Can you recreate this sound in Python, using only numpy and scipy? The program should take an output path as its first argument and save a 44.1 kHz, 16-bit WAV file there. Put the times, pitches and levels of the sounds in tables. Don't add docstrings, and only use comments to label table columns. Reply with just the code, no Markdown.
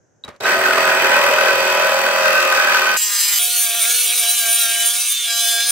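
import sys
import numpy as np
from scipy import signal
from scipy.fft import rfft, irfft, next_fast_len
from scipy.io import wavfile
from scipy.ndimage import uniform_filter1d, map_coordinates

SR = 44100
rng = np.random.default_rng(int(sys.argv[2]) if len(sys.argv) > 2 else 0)


def elevation(decibels):
    levels = np.asarray(decibels, float)
    return 10 ** (levels / 20)


def digitize_waveform(pressure):
    field = np.atleast_2d(pressure).T
    bounded = np.clip(field, -1, 1)
    quanta = np.round(bounded * 32767).astype(np.int16)
    wavfile.write(sys.argv[1], SR, quanta)


N = 251811


def rms_one(x):
    return x / np.sqrt(np.mean(x ** 2) + 1e-20)


def at_hz(points, hz):
    table_hz, value = np.transpose(points)
    return np.interp(np.log(hz), np.log(table_hz), value)


def at_time(points, t):
    return np.interp(t, *np.transpose(points))


def in_time(rows):
    s, *columns = np.transpose(rows)
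    at = np.arange(round(s[0] * SR), min(round(s[-1] * SR), N))
    return at[0], [np.interp(at / SR, s, c) for c in columns]


def add(mix, start, x):
    mix[:, start:start + x.shape[-1]] += x[..., :N - start]


def drift(size, rate_hz):
    knots = rng.standard_normal(int(size / SR * 200) + 400)
    r = np.exp(-2 * np.pi * min(rate_hz, 60) / 200)
    slow = rms_one(signal.lfilter([1], [1, -2 * r, r * r], knots)[398:])
    return np.interp(np.arange(size) / SR * 200, np.arange(len(slow)), slow)


def swells(events, t, rise_db_per_s, fall_db_per_s):
    s, db, held = np.transpose(events)[:, :, None]
    rising = rise_db_per_s * np.maximum(s - t, 0)
    falling = fall_db_per_s * np.maximum(t - s - held, 0)
    return np.max(db - rising - falling, axis=0)


def resonate(x, hz, width_hz):
    r = np.exp(-np.pi * width_hz / SR)
    poles = [1, -2 * r * np.cos(2 * np.pi * hz / SR), r * r]
    return signal.lfilter([(1 - r * r) / 2, 0, (r * r - 1) / 2], poles, x)


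def high_passed(x, hz):
    return signal.sosfilt(signal.butter(3, hz, "high", fs=SR, output="sos"), x)


def coloured(x, spectrum):
    size = next_fast_len(x.shape[-1])
    hz = np.maximum(np.fft.rfftfreq(size, 1 / SR), 1)
    shaped = irfft(rfft(x, size) * elevation(at_hz(spectrum, hz)), size)
    return rms_one(shaped[..., :x.shape[-1]])


def grit(shape, spread_db):
    sizes = elevation(spread_db * rng.standard_normal(shape))
    return rms_one(rng.standard_normal(shape) * sizes)


def spliced(x):
    at = np.arange(x.shape[-1])
    return x * np.minimum(np.minimum(at, at[::-1]) / (.002 * SR), 1)


# (frequency [Hz], density [dB per Hz])
YARD = [(15, -40), (25, -35), (43, -28), (102, -1), (236, -9), (591, -9), (1160, -24), (1560, -16),
        (2280, -32), (4370, -41), (6380, -18), (9320, -48), (16000, -57)]


def yard(size):
    mid, side = coloured(rng.standard_normal((2, size)), YARD)
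    return elevation(-61.5) * (mid + 0.7 * side * [[1], [-1]])


# (time [s], level [dB], time to fall 25 dB [s])
CHIRPS = [
    (0.238, -32.5, 0.015),
    (0.407, -36, 0.013),
    (0.443, -30, 0.012),
]
CHIRP_OVERTONES = [12, -12, -36, -26]


def chirps():
    out, t = np.zeros((2, N)), np.arange(int(.08 * SR)) / SR
    for s, db, t60 in CHIRPS:
        tone = sum(elevation(overtone_db) * np.sin(2 * np.pi * k * 3870 * t)
                   for k, overtone_db in enumerate(CHIRP_OVERTONES, 1))
        flutter = 1 + 0.35 * drift(len(t), 60.0)
        attack = 1 - np.exp(-t / 0.00054)
        decay = elevation(db - 25 * t / t60) + elevation(db - 28 - 80 * t)
        add(out, round(s * SR), decay * attack * tone * flutter)
    return out


# (time [s], peak level [dB])
TICKS = [
    (0.248, -26),
    (0.28, -29),
    (0.289, -27),
    (0.304, -43),
    (.3625, -39),
    (.4025, -34),
    (0.408, -20),
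]


def ticks():
    out, t = np.zeros((2, N)), np.arange(int(.08 * SR)) / SR
    for s, db in TICKS:
        snap = rng.standard_normal((2, len(t))) + 0.46 * rng.standard_normal(len(t))
        body = resonate(resonate(snap, 2400, 5200), 3400, 7900)
        add(out, round(s * SR), elevation(db - 3.5 - 60 * t / 0.024) * body)
    return out


BITE_S = .4295
# (time [s], level [dB], held [s])
SHUFFLES = [
    (.242, -41, 0.022),
    (.28, -33, 0.006),
    (.295, -36.5, 0.0038),
    (.32, -47, 0.03),
    (.405, -40, .02),
]
# (frequency [Hz], density [dB per Hz])
SHUFFLE_COLOUR = [(35, -39.5), (60, -22), (258, -20), (364, -21), (587, -12), (658, -20), (1250, -18.5),
                  (1600, -22.5), (2200, -27.5), (14000, -60)]


def shuffle():
    out, start = np.zeros((2, N)), round(CHIRPS[0][0] * SR)
    t = np.arange(start, BITE_S * SR) / SR
    db = swells(SHUFFLES, t, rise_db_per_s=4000, fall_db_per_s=400)
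    mid, side = coloured(grit((2, len(db)), spread_db=5.0), SHUFFLE_COLOUR)
    add(out, start, elevation(db) * (mid + 0.47 * side * [[1], [-1]]))
    return out


# (time [s], level over a light touch [dB], held [s])
LEANS = [(3.4, 8.5, .09), (3.57, 7, 0.04), (3.66, 14, .14), (3.86, 12.5, 0.029), (4.09, 9, 0.028),
         (4.24, 13.5, .05), (4.44, 15.5, 0.072), (4.56, 10, 0.042), (4.65, 16, 0.21), (4.93, 6.5, 0.0386),
         (5.3, 10, 0.081), (5.43, 14, 0.0413), (5.54, 15.5, 0.061), (5.66, 10, 0.042)]


def shoe_lean(t):
    return swells(LEANS, t, rise_db_per_s=220.5, fall_db_per_s=190)


LASTING = [0.39, .25, .25]
# (order [per stroke], level [dB])
FAVOURED = [
    [(4, -7.5), (5, 3), (7, -4), (8, -4), (9, 1), (13, 3), (14, -1), (15, 1), (16, 2.5), (17, -1),
     (18, -1.5), (20, 5), (23, -2.5), (24, 2), (25, -3), (30, 2)],
    [(3, -6), (10, 1), (12, 1.5), (14, -5), (16, -5), (17, -5), (23, -3), (24, 0), (25, 2), (27, -1),
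     (28, -4)],
    [(5, -5), (7, -4), (8, -4), (9, -6), (10, 1.5), (12, 1.5), (16, -4), (18, -10), (19, -5), (20, -2),
     (21, -1), (22, -5), (23, -7), (24, -1), (25, 1), (27, 1)],
]


def teeth(strokes, memory, speed):
    slots = int(len(strokes) / strokes[-1])
    fresh = grit((2, int(len(strokes) / slots * 1.2) + 40, slots), spread_db=3.0)
    wearing = rms_one(signal.lfilter([1], [1, -memory], fresh, axis=1)[:, 30:])
    lasting = np.exp(1j * np.angle(rfft(fresh[:, :1])))
    share = LASTING[speed]
    orders = np.sqrt(1 - share) * rfft(wearing) + np.sqrt(share * slots) * lasting
    for k, db in FAVOURED[speed]:
        orders[..., k] *= elevation(db)
    worn = irfft(orders, slots).reshape(2, -1)
    return rms_one(np.array([map_coordinates(w, [strokes * slots], order=3) for w in worn]))


# (frequency at true speed [Hz], share [0-1])
SAMENESS = [(40, .6), (100, .72), (180, .84), (300, .86), (420, .8), (700, .78), (1100, .66), (1500, .6),
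            (3000, .4), (8000, .1)]
# (frequency at true speed [Hz], depth [dB])
THROB = [(100, 4.5), (600, 2), (1500, 1.5), (2600, 2.5), (5000, 1.13), (9000, 3.5), (15000, 3.5)]
# (frequency at true speed [Hz], likeness [0-1])
LIKENESS = [(30, .9), (60, .95), (125, .985), (250, .975), (500, .95), (700, .82), (1000, .66), (1400, .5),
            (1900, .25), (3000, .1), (15000, .05)]
# (frequency at true speed [Hz], level [dB])
LEFT = [(60, 2.5), (250, 0.5), (500, -0.5), (1000, -2), (2000, 1), (4000, 0.3), (12000, -1.2)]
# (time [s], steadiness [0-1])
STEADY = [(.4, .72), (1.3, .65), (2.2, .92), (2.96, .9), (3.0, 1), (3.07, .97), (3.1, .8), (3.18, .85),
          (3.22, .98), (3.62, .95), (3.72, .7), (4.25, .68), (4.33, .97), (5.71, 1)]


def tooth_drive(strokes, now, lean_db, haste, speed, memory, flicker_db):
    size = len(strokes)
    steady = at_time(STEADY, now)
    again, loose = teeth(strokes, memory, speed), grit((2, size), spread_db=5.0)
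    turn = 2 * np.pi * strokes
    beat = np.cos(turn) * 0.74 + np.cos(2 * turn - .8)
    together = drift(size, 31.0 * haste)
    low_lean_db = 0.19 * (np.maximum(lean_db, -3) - 8 * (speed == 2))

    def drive(hz, phased, delayed=True):
        true_hz = hz / haste
        same, alike = at_hz(SAMENESS, true_hz) * steady, at_hz(LIKENESS, true_hz)
        path = rng.integers(1000)
        returning = np.roll(again, delayed * path // haste, axis=1)
        chance = np.roll(loose, int(hz) + path, axis=1)
        mid, side = np.sqrt(same) * returning + np.sqrt(1 - same) * chance
        quarter_later = (-1) ** path * np.roll(mid, round(SR / hz / 4))
        side = np.sqrt(1 - phased) * side + np.sqrt(phased) * quarter_later
        swell_db = at_hz(THROB, true_hz) * beat
        swell_db = swell_db + flicker_db * (0.81 * together + drift(size, 7.1 * haste))
        if hz < 450 * haste:
            swell_db = swell_db + 7.5 * (1 - steady)
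        if hz < 360 * haste:
            swell_db = swell_db + low_lean_db
        balance = elevation(at_hz(LEFT, true_hz) * np.array([[.5], [-.5]]))
        image = np.sqrt(1 + alike) * mid + np.sqrt(1 - alike) * side * [[1], [-1]]
        return elevation(swell_db) * balance * image

    return drive


def evened(x, haste):
    power = np.mean(x ** 2, axis=0)
    local = uniform_filter1d(power, size=int(.12 * SR / haste)) + 1e-20
    return x * (power.mean() / local) ** (.7 / 2)


PHASED_BANDS, PHASED_MODES = 0.26, 0.55


def add_rasp_bands(parts, drive, colour, haste, edges_hz):
    edges = np.geomspace(38 * haste, 17500, 19)
    for k, (low, high) in enumerate(zip(edges, edges[1:])):
        hz = np.sqrt(low * high)
        band_pass = signal.butter(2, [low, high], "band", fs=SR, output="sos")
        band = signal.sosfilt(band_pass, drive(hz, PHASED_BANDS, delayed=False))
        gain = (-1) ** k * elevation(at_hz(colour, hz))
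        parts[np.searchsorted(edges_hz, hz)] += gain * band


# (frequency at true speed [Hz], width [Hz],
# level over the colour at normal [dB], fivefold [dB], sixfold speed [dB])
BODY = [(380.2, 15.4, 10.5, 3, 6.5), (543.6, 41.4, 11.5, -6, -3.5), (623.3, 18, 4, 2, -11),
        (661, 9.6, 8, 5, -2), (1000, 70, 1, 3, 5), (1241, 12.5, 8.5, 12.5, 6.5), (1517, 65, 0.5, -4, 9.5),
        (1675, 30, 3.5, 4, -16), (1930, 37, 3, 5, 5), (2455, 70, 2.5, -9, 8), (2528, 61, 5, 0, 6),
        (2626, 75, 6, 6, 8), (1820, 280, 4.5, -4, 3), (3050, 200, 7, 10, 0), (4615, 147, 1, 0, 0)]
# (time [s], level [dB])
PANEL = [(.4, -10), (1.05, -5), (1.35, 2.5), (2.25, 3), (2.5, 0.5), (2.961, -8.5), (3.0, 2.5)]
# (time [s], level [dB])
SHALLOW = [(.4, -11), (.46, 0.5), (1.0, -0.5), (1.3, -7), (5.71, -13)]


def add_body_rings(parts, drive, now, colour, haste, speed, edges_hz):
    for true_hz, true_width_hz, *levels_db in BODY:
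        hz, width_hz = true_hz * haste, true_width_hz * haste
        if hz >= 16500:
            continue
        db = at_hz(colour, hz) + levels_db[speed] + 1.95 * drift(len(now), 1.4 * haste)
        if abs(true_hz / 545 - 1) < .16:
            db = db + at_time(PANEL, now)
        if abs(true_hz / 1820 - 1) < .05:
            db = db + at_time(SHALLOW, now)
        ring = resonate(resonate(drive(hz, PHASED_MODES), hz, width_hz), hz, 4 * width_hz)
        parts[np.searchsorted(edges_hz, hz)] += elevation(db) * evened(ring, haste)


def shaft_ring(drive, haste):
    hz = 1520 * haste
    ring = evened(resonate(drive(hz, PHASED_MODES), hz, 16.3 * haste), haste)
    return rms_one(resonate(ring, hz, hz))


# (housing [dB], rasp [dB], hiss [dB], shaft ring [dB])
LAYERS = [
    (-20, -17.5, -28, -21),
    (-30, -21, -23.5, -19.5),
    (-26.5, -23.5, -24, -23),
]
# (housing, rasp, hiss, shaft ring [dB per s])
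DEEPENING = [(-2.5, -0.29, 0.5, -0.81), (3, 1, 3.5, -0.7), (-0.2, -0.78, -3, -1.55)]
# (housing, rasp, hiss, shaft ring [dB per dB])
FEED_SHARES = [(0.29, 1.1, 0.62, 0.32), (0.5, 0.9, 1, 0.32), (0.38, 0.24, 0.77, 3.4)]
# (housing, rasp, hiss [dB per dB])
BIND_SHARES = [(.01, 0.086, 0.15), (.01, .1, 0.18), (.01, .2, .45)]
# (time [s], level over the usual ring [dB], held [s])
BINDS = [(.51, 9.5, 0.0076), (.66, 9, 0.0092), (.82, -2, .01), (1.15, 8, 0.018), (1.42, 6.5, 0.078),
         (1.84, 10, 0.016), (1.98, 3, 0.028), (2.07, -5, .01), (2.24, 9, 0.15), (2.39, 11, 0.039),
         (2.53, 8.5, .2), (2.75, 10, 0.028), (2.86, -2, 0.074), (3.03, 4.5, 0.0076), (3.2, 1.5, 0.026),
         (3.43, 4.5, 0.0072), (3.6, 11, 0.032), (3.82, 6, 0.0063), (3.88, 2, .2), (4.2, 7, 0.007),
         (4.29, 7, 0.038), (4.39, 7, 0.019), (4.52, 11, 0.035), (4.6, 7, 0.045), (4.87, 9, 0.0034),
         (5.0, 8, 0.013), (5.1, 14, 0.026), (5.37, 9, 0.18), (5.705, 8.5, 0.011)]


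def cut(rows, colour, haste, speed, edges_hz, memory, flicker_db):
    start, (per_s, feed_db) = in_time(rows)
    size = len(per_s)
    t = np.arange(size) / SR
    now = t + start / SR
    lean_db = shoe_lean(now) * (speed == 2)
    sag = .5 * uniform_filter1d(np.maximum(lean_db, 0), size=int(.05 * SR))
    strokes = np.cumsum(per_s - sag) / SR
    bind_db = np.maximum(swells(BINDS, now, rise_db_per_s=233, fall_db_per_s=250), 0)
    settings = zip(LAYERS[speed], DEEPENING[speed], FEED_SHARES[speed], (*BIND_SHARES[speed], 1))
    housing_db, rasp_db, hiss_db, ring_db = (
        db + slope * t + fed * feed_db + bound * bind_db for db, slope, fed, bound in settings)

    drive = tooth_drive(strokes, now, lean_db, haste, speed, memory, flicker_db)
    parts = np.zeros((3, 2, size))
    add_rasp_bands(parts, drive, colour, haste, edges_hz)
    add_body_rings(parts, drive, now, colour, haste, speed, edges_hz)
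    for k, edge in enumerate(edges_hz):
        parts[k + 1] = high_passed(parts[k + 1], .5 * edge)
    sound = elevation(ring_db - 3.0) * shaft_ring(drive, haste)
    for part, db in zip(parts, (housing_db, rasp_db - 0.48, hiss_db)):
        sound += elevation(db + 3.0) * rms_one(part)
    late_left = np.pad(sound[0], (2 // haste, 0))[:size]
    return start, np.array([late_left, sound[1]]), 2 * np.pi * strokes


# (time [s], unloaded strokes [per s], feed pressure [dB])
NORMAL = [(.403, 29.3, -15), (.43, 32, -5), (.465, 35, -1), (.55, 42.2, -3), (1.12, 41.4, 2),
          (1.27, 40.7, 1), (1.44, 41.3, 0), (2.2, 41.4, -1.5), (2.66, 40.6, -0.5), (2.9, 41.4, 0),
          (2.97, 41.0, -4)]
# (frequency [Hz], density [dB per Hz])
NORMAL_COLOUR = [(18, -72), (30, -43.5), (332, -13.5), (369, -13.5), (455, -8), (546, -4), (709, -5.5),
                 (1360, -1), (1510, 0.5), (2070, -7.5), (2550, -5), (3490, -22), (4540, -17.5), (9430, -33),
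                 (15500, -30)]


def normal_cut():
    start, sound, turn = cut(NORMAL, NORMAL_COLOUR, haste=1, speed=0, edges_hz=[800, 3200],
                             memory=0.87, flicker_db=0.77)
    now = (np.arange(len(turn)) + start) / SR
    unseated = np.clip(1 - (now - BITE_S) / .032, 0, 1)
    return start, sound * elevation(-7 * unseated)


# (time [s], frequency [Hz], level [dB])
WHINE = [
    (.42, 7800, -40),
    (.445, 7900, -31),
    (.5, 8070, -26),
    (.62, 8120, -29),
    (.91, 7970, -27.5),
    (1.5, 7830, -32),
    (2.5, 7850, -31),
    (2.97, 7740, -32),
]


def whine():
    start, (hz, db) = in_time(WHINE)
    low_pass = signal.butter(2, 190.0, fs=SR, output="sos")
    shimmer = signal.sosfilt(low_pass, rng.standard_normal((2, len(hz))))
    carrier = np.cos(2 * np.pi * np.cumsum(hz) / SR)
    return start, elevation(db - 8.5) * rms_one((shimmer + shimmer[::-1] * 0.21) * carrier)


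# (time [s], level [dB], frequency [Hz], 60 dB decay [s])
SNAGS = [(0.4394, -22, 900, 0.027), (0.4555, -5, 1564, 0.033), (0.486, -11, 1450, .03),
         (0.5134, -5.5, 1515, 0.04), (0.612, -5, 1570, 0.032), (.657, 1, 1526, 0.027),
         (.662, -11, 1500, .015), (0.683, -5, 1490, .04), (0.708, -2, 1474, 0.035), (0.777, 0, 1170, .022),
         (.804, -9, 2620, 0.023), (.8464, -3, 1490, .025), (0.894, -1, 1500, 0.019),
         (0.918, -2, 1460, 0.022), (0.967, -8, 1000, .02), (1.0444, -5, 1520, 0.021),
         (1.063, -9, 1490, .02), (1.383, -3, 1490, 0.028), (1.471, -7, 1630, .03), (1.5313, -8, 1490, .025),
         (1.698, -7, 1470, .025), (1.835, -6, 1520, .03), (1.92, -15, 1540, 0.022),
         (2.0651, -1, 1500, .025), (2.428, -14, 1520, .04), (2.5262, -7, 1520, 0.051),
         (2.5765, -7, 1520, 0.051), (2.7458, -5.5, 1520, .1), (2.82, -8, 1520, .04),
         (2.865, -9.5, 1520, 0.32)]


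def snags():
    out, t = np.zeros((2, N)), np.arange(int(.12 * SR)) / SR
    for s, db, hz, t60 in SNAGS:
        noise = rms_one(resonate(rng.standard_normal((2, len(t))), 1900, 2600))
        crack = elevation(-12 - 60 * t / 0.015) * noise
        knock = elevation(-60 * t / t60) * np.sin(2 * np.pi * hz * t)
        attack = 1 - np.exp(-t / 0.0012)
        add(out, round(s * SR), elevation(db) * attack * (knock * [[.85], [1.1]] + crack))
    return out


def buzz(turn, orders, waver_db):
    return sum(elevation(db + 1.0 + waver_db * drift(len(turn), 4.5)) * np.sin(k * turn + k * k)
               for k, db in orders)


def songs(events, start, turn):
    t, out = (start + np.arange(len(turn))) / SR, np.zeros((2, len(turn)))
    for s, order, db, held in events:
        near = slice(*np.searchsorted(t, [s - .1, s + held + .1]))
        level = elevation(swells([(s, db + 0.5, held)], t[near], rise_db_per_s=352, fall_db_per_s=296))
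        k = round(order)
        out[:, near] += level * np.sin(k * turn[near] + k ** 2 + [[0], [.6]])
    return out


# (time [s], unloaded strokes [per s], feed pressure [dB])
FIVEFOLD = [
    (2.967, 207.1, -2.5),
    (3.065, 206.2, -4),
    (3.105, 203.5, -4.5),
    (3.17, 202.3, -2),
    (3.2, 200.7, -0.5),
    (3.31, 202.6, -2),
    (3.39, 200.1, -0.5),
]
# (frequency [Hz], density [dB per Hz])
FIVEFOLD_COLOUR = [(150, -40), (400, -32), (750, -31.5), (1200, -19), (2000, -11), (3000, -12), (5000, -6),
                   (7600, -5.5), (11000, -8), (13000, 3), (16000, -13)]
# (order [per stroke], level [dB])
FIVEFOLD_BUZZ = [(2, -70), (3, -54), (4, -51.5), (5, -45), (6, -48), (7, -51), (8, -46), (9, -47),
                 (10, -54), (14, -36), (15, -52), (23, -54), (25, -42), (27, -44)]
# (time [s], order [per stroke], level [dB], held [s])
FIVEFOLD_SONGS = [(3.0, 9, -39.5, 0.086), (3.0, 10, -39, .05), (3.02, 15, -32, 0.024),
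                  (3.03, 23, -34, 0.033), (2.2, 25, -33, 0.067), (2.99, 30, -36, 0.087),
                  (3.23, 10, -34, 0.065), (3.32, 10, -28.5, 0.017), (3.24, 15, -29, 0.024),
                  (3.35, 15, -25, 0.04), (3.19, 23, -37, 0.058), (3.19, 25, -25.5, 0.067),
                  (3.35, 25, -30, .04), (3.15, 31, -32, 0.026), (3.03, 16, -34, 0.033),
                  (3.27, 23, -40, .02), (3.23, 14, -42, 0.046)]


def fivefold_cut():
    start, sound, turn = cut(FIVEFOLD, FIVEFOLD_COLOUR, haste=5, speed=1, edges_hz=[4000, 10500],
                             memory=.93, flicker_db=1.3)
    sound = sound + buzz(turn, FIVEFOLD_BUZZ, waver_db=0.0)
    return start, spliced(sound + songs(FIVEFOLD_SONGS, start, turn))


# (time [s], level [dB], frequency [Hz], held [s])
CHATTERS = [(3.4, -31, 2400, 0.035), (3.7, -31, 2430, 0.017), (3.815, -26, 3600, 0.045),
            (3.83, -31, 2300, .03), (3.88, -25, 6450, 0.046), (3.92, -34, 3540, .03),
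            (4.07, -28.5, 3330, .04), (4.12, -26, 2492, 0.029), (4.13, -31, 4000, 0.027),
            (4.18, -34, 3533, 0.074), (4.43, -31, 2340, 0.033), (4.5, -36, 2350, 0.017),
            (4.6, -37, 2310, .03), (4.74, -30, 2300, 0.021), (4.8, -32, 2350, 0.052)]


def chatter(start, turn):
    t, out = (start + np.arange(len(turn))) / SR, np.zeros((2, len(turn)))
    once_a_stroke = np.diff(turn // (2 * np.pi), prepend=0)
    uneven = elevation(5 * rng.standard_normal(len(t))) * rng.choice([-1, 1], len(t))
    knocks = once_a_stroke * uneven + 0.038 * rng.standard_normal(out.shape)
    for s, db, hz, held in CHATTERS:
        near = slice(*np.searchsorted(t, [s - .05, s + held + .05]))
        level = elevation(swells([(s, db, held)], t[near], rise_db_per_s=1400, fall_db_per_s=700))
        out[:, near] += level * rms_one(resonate(resonate(knocks[:, near], hz, 260), hz, 520))
    return out


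# (time [s], unloaded strokes [per s], feed pressure [dB])
SIXFOLD = [(3.39, 240.1, 0.5), (3.62, 240.4, -1.5), (3.71, 236.5, -1.5), (3.785, 241.7, -1),
           (3.825, 227, 1.5), (3.875, 242, 1.5), (4.04, 240.5, 1), (4.09, 237.4, 1), (4.13, 244.1, 1.5),
           (4.2, 241.5, 1), (4.225, 237.6, 1), (4.32, 240.3, 1), (4.41, 236.5, 0), (4.86, 239.2, 2),
           (5.13, 239.3, -2.5), (5.16, 239.1, -6), (5.27, 236.8, -4.5), (5.71, 240, 2)]
# (frequency [Hz], density [dB per Hz])
SIXFOLD_COLOUR = [(100, -85), (300, -37.5), (500, -30.5), (830, -42), (1200, -19.5), (1800, -17.5),
                  (2400, -14), (3500, -6.5), (4300, -13), (5200, -10), (6000, -6), (7000, -4), (9200, -5),
                  (12000, -8), (16000, -15)]
# (order [per stroke], level [dB])
SIXFOLD_BUZZ = [(1, -84), (4, -61), (5, -52), (6, -48), (8, -81), (9, -70), (10, -49), (12, -53),
                (14, -80.5), (16, -84)]
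# (order [per stroke], level at a light touch [dB],
# share of the lean [dB per dB], growth [dB per s])
LEANING_ORDERS = [(2, -57.5, 0.038, -8), (3, -45.5, 0.82, 0.56), (7, -51.5, 0.87, 5.5),
                  (13, -51.5, 0.49, 0.5), (15, -44, 0.02, 4.5), (17, -51, 0.07, 4.5)]
# (time [s], order [per stroke], level [dB], held [s])
SIXFOLD_SONGS = [(3.4, 16.5, -31, 0.062), (3.52, 18, -25, 0.069), (3.58, 13, -35, 0.053),
                 (3.86, 6.05, -35.5, 0.067), (3.86, 7.4, -39, 0.056), (3.9, 2, -48, .3),
                 (3.93, 14.8, -42, 0.036), (3.95, 18, -28, 0.08), (4.1, 16, -29, 0.053),
                 (4.24, 13, -42, 0.026), (4.29, 17.2, -25, 0.11), (4.43, 14.6, -33, .08),
                 (4.55, 16.4, -30, .15), (4.46, 17.2, -31, 0.17), (4.62, 6.3, -35.5, 0.058),
                 (4.72, 15.1, -29.5, 0.2), (4.8, 13, -29, 0.093), (4.97, 15.6, -31, 0.12),
                 (5.12, 15.4, -24, 0.13), (5.3, 17.3, -30, 0.12), (5.33, 12.6, -28, .24),
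                 (5.4, 15.2, -23.5, 0.24), (5.46, 18, -28.5, .22), (5.3, 5.1, -48, 0.087),
                 (4.4, 7.4, -35.5, 0.12), (4.62, 7.55, -38.5, 0.23), (4.44, 13, -41, 0.049),
                 (4.82, 17.4, -34, 0.051), (3.44, 3, -50.5, 0.17), (3.72, 13, -37, .05),
                 (3.88, 27, -28, .17), (4.25, 27, -30, .17), (4.47, 30, -43, .55), (5.3, 22.5, -31, 0.43),
                 (3.43, 29, -34, 0.23), (3.88, 24, -34, 0.43), (4.25, 32, -36, .15), (4.95, 28, -36, 0.37),
                 (5.3, 27, -33, 0.36), (3.43, 20, -37, .35), (4.25, 20, -34, 0.14), (5.3, 20.4, -34, .4),
                 (3.88, 21, -36, .17), (4.25, 23, -44, 0.7), (5.3, 21.5, -35, .4), (4.08, 14, -39, 0.27),
                 (5.0, 9.2, -45, .25), (3.43, 10.3, -39, .2)]


def sixfold_cut():
    start, sound, turn = cut(SIXFOLD, SIXFOLD_COLOUR, haste=6, speed=2, edges_hz=[4800, 10500],
                             memory=.925, flicker_db=1.3)
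    t = np.arange(len(turn)) / SR
    lean_db = shoe_lean(t + start / SR)
    leaning = [(k, db + share * lean_db + growth * t) for k, db, share, growth in LEANING_ORDERS]
    sound = sound + buzz(turn, SIXFOLD_BUZZ, waver_db=3.0) + buzz(turn, leaning, waver_db=1.7)
    return start, spliced(sound + songs(SIXFOLD_SONGS, start, turn) + chatter(start, turn))


def scene():
    mix = chirps() + ticks() + shuffle() + snags()
    start, sound = normal_cut()
    add(mix, start, sound)
    add(mix, 0, yard(start + sound.shape[-1]))
    add(mix, *whine())
    add(mix, *fivefold_cut())
    add(mix, *sixfold_cut())
    return mix


def band_limit(x):
    return signal.sosfilt(signal.butter(12, 17090, fs=SR, output="sos"), x)


def record(dry):
    top_cut = signal.ellip(10, .5, 55, 15730, fs=SR, output="sos")
    mix = signal.sosfilt(top_cut, 1.112 * np.tanh(dry / 1.142))
    return band_limit(mix)


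dry = scene()
out = record(dry)
digitize_waveform(out)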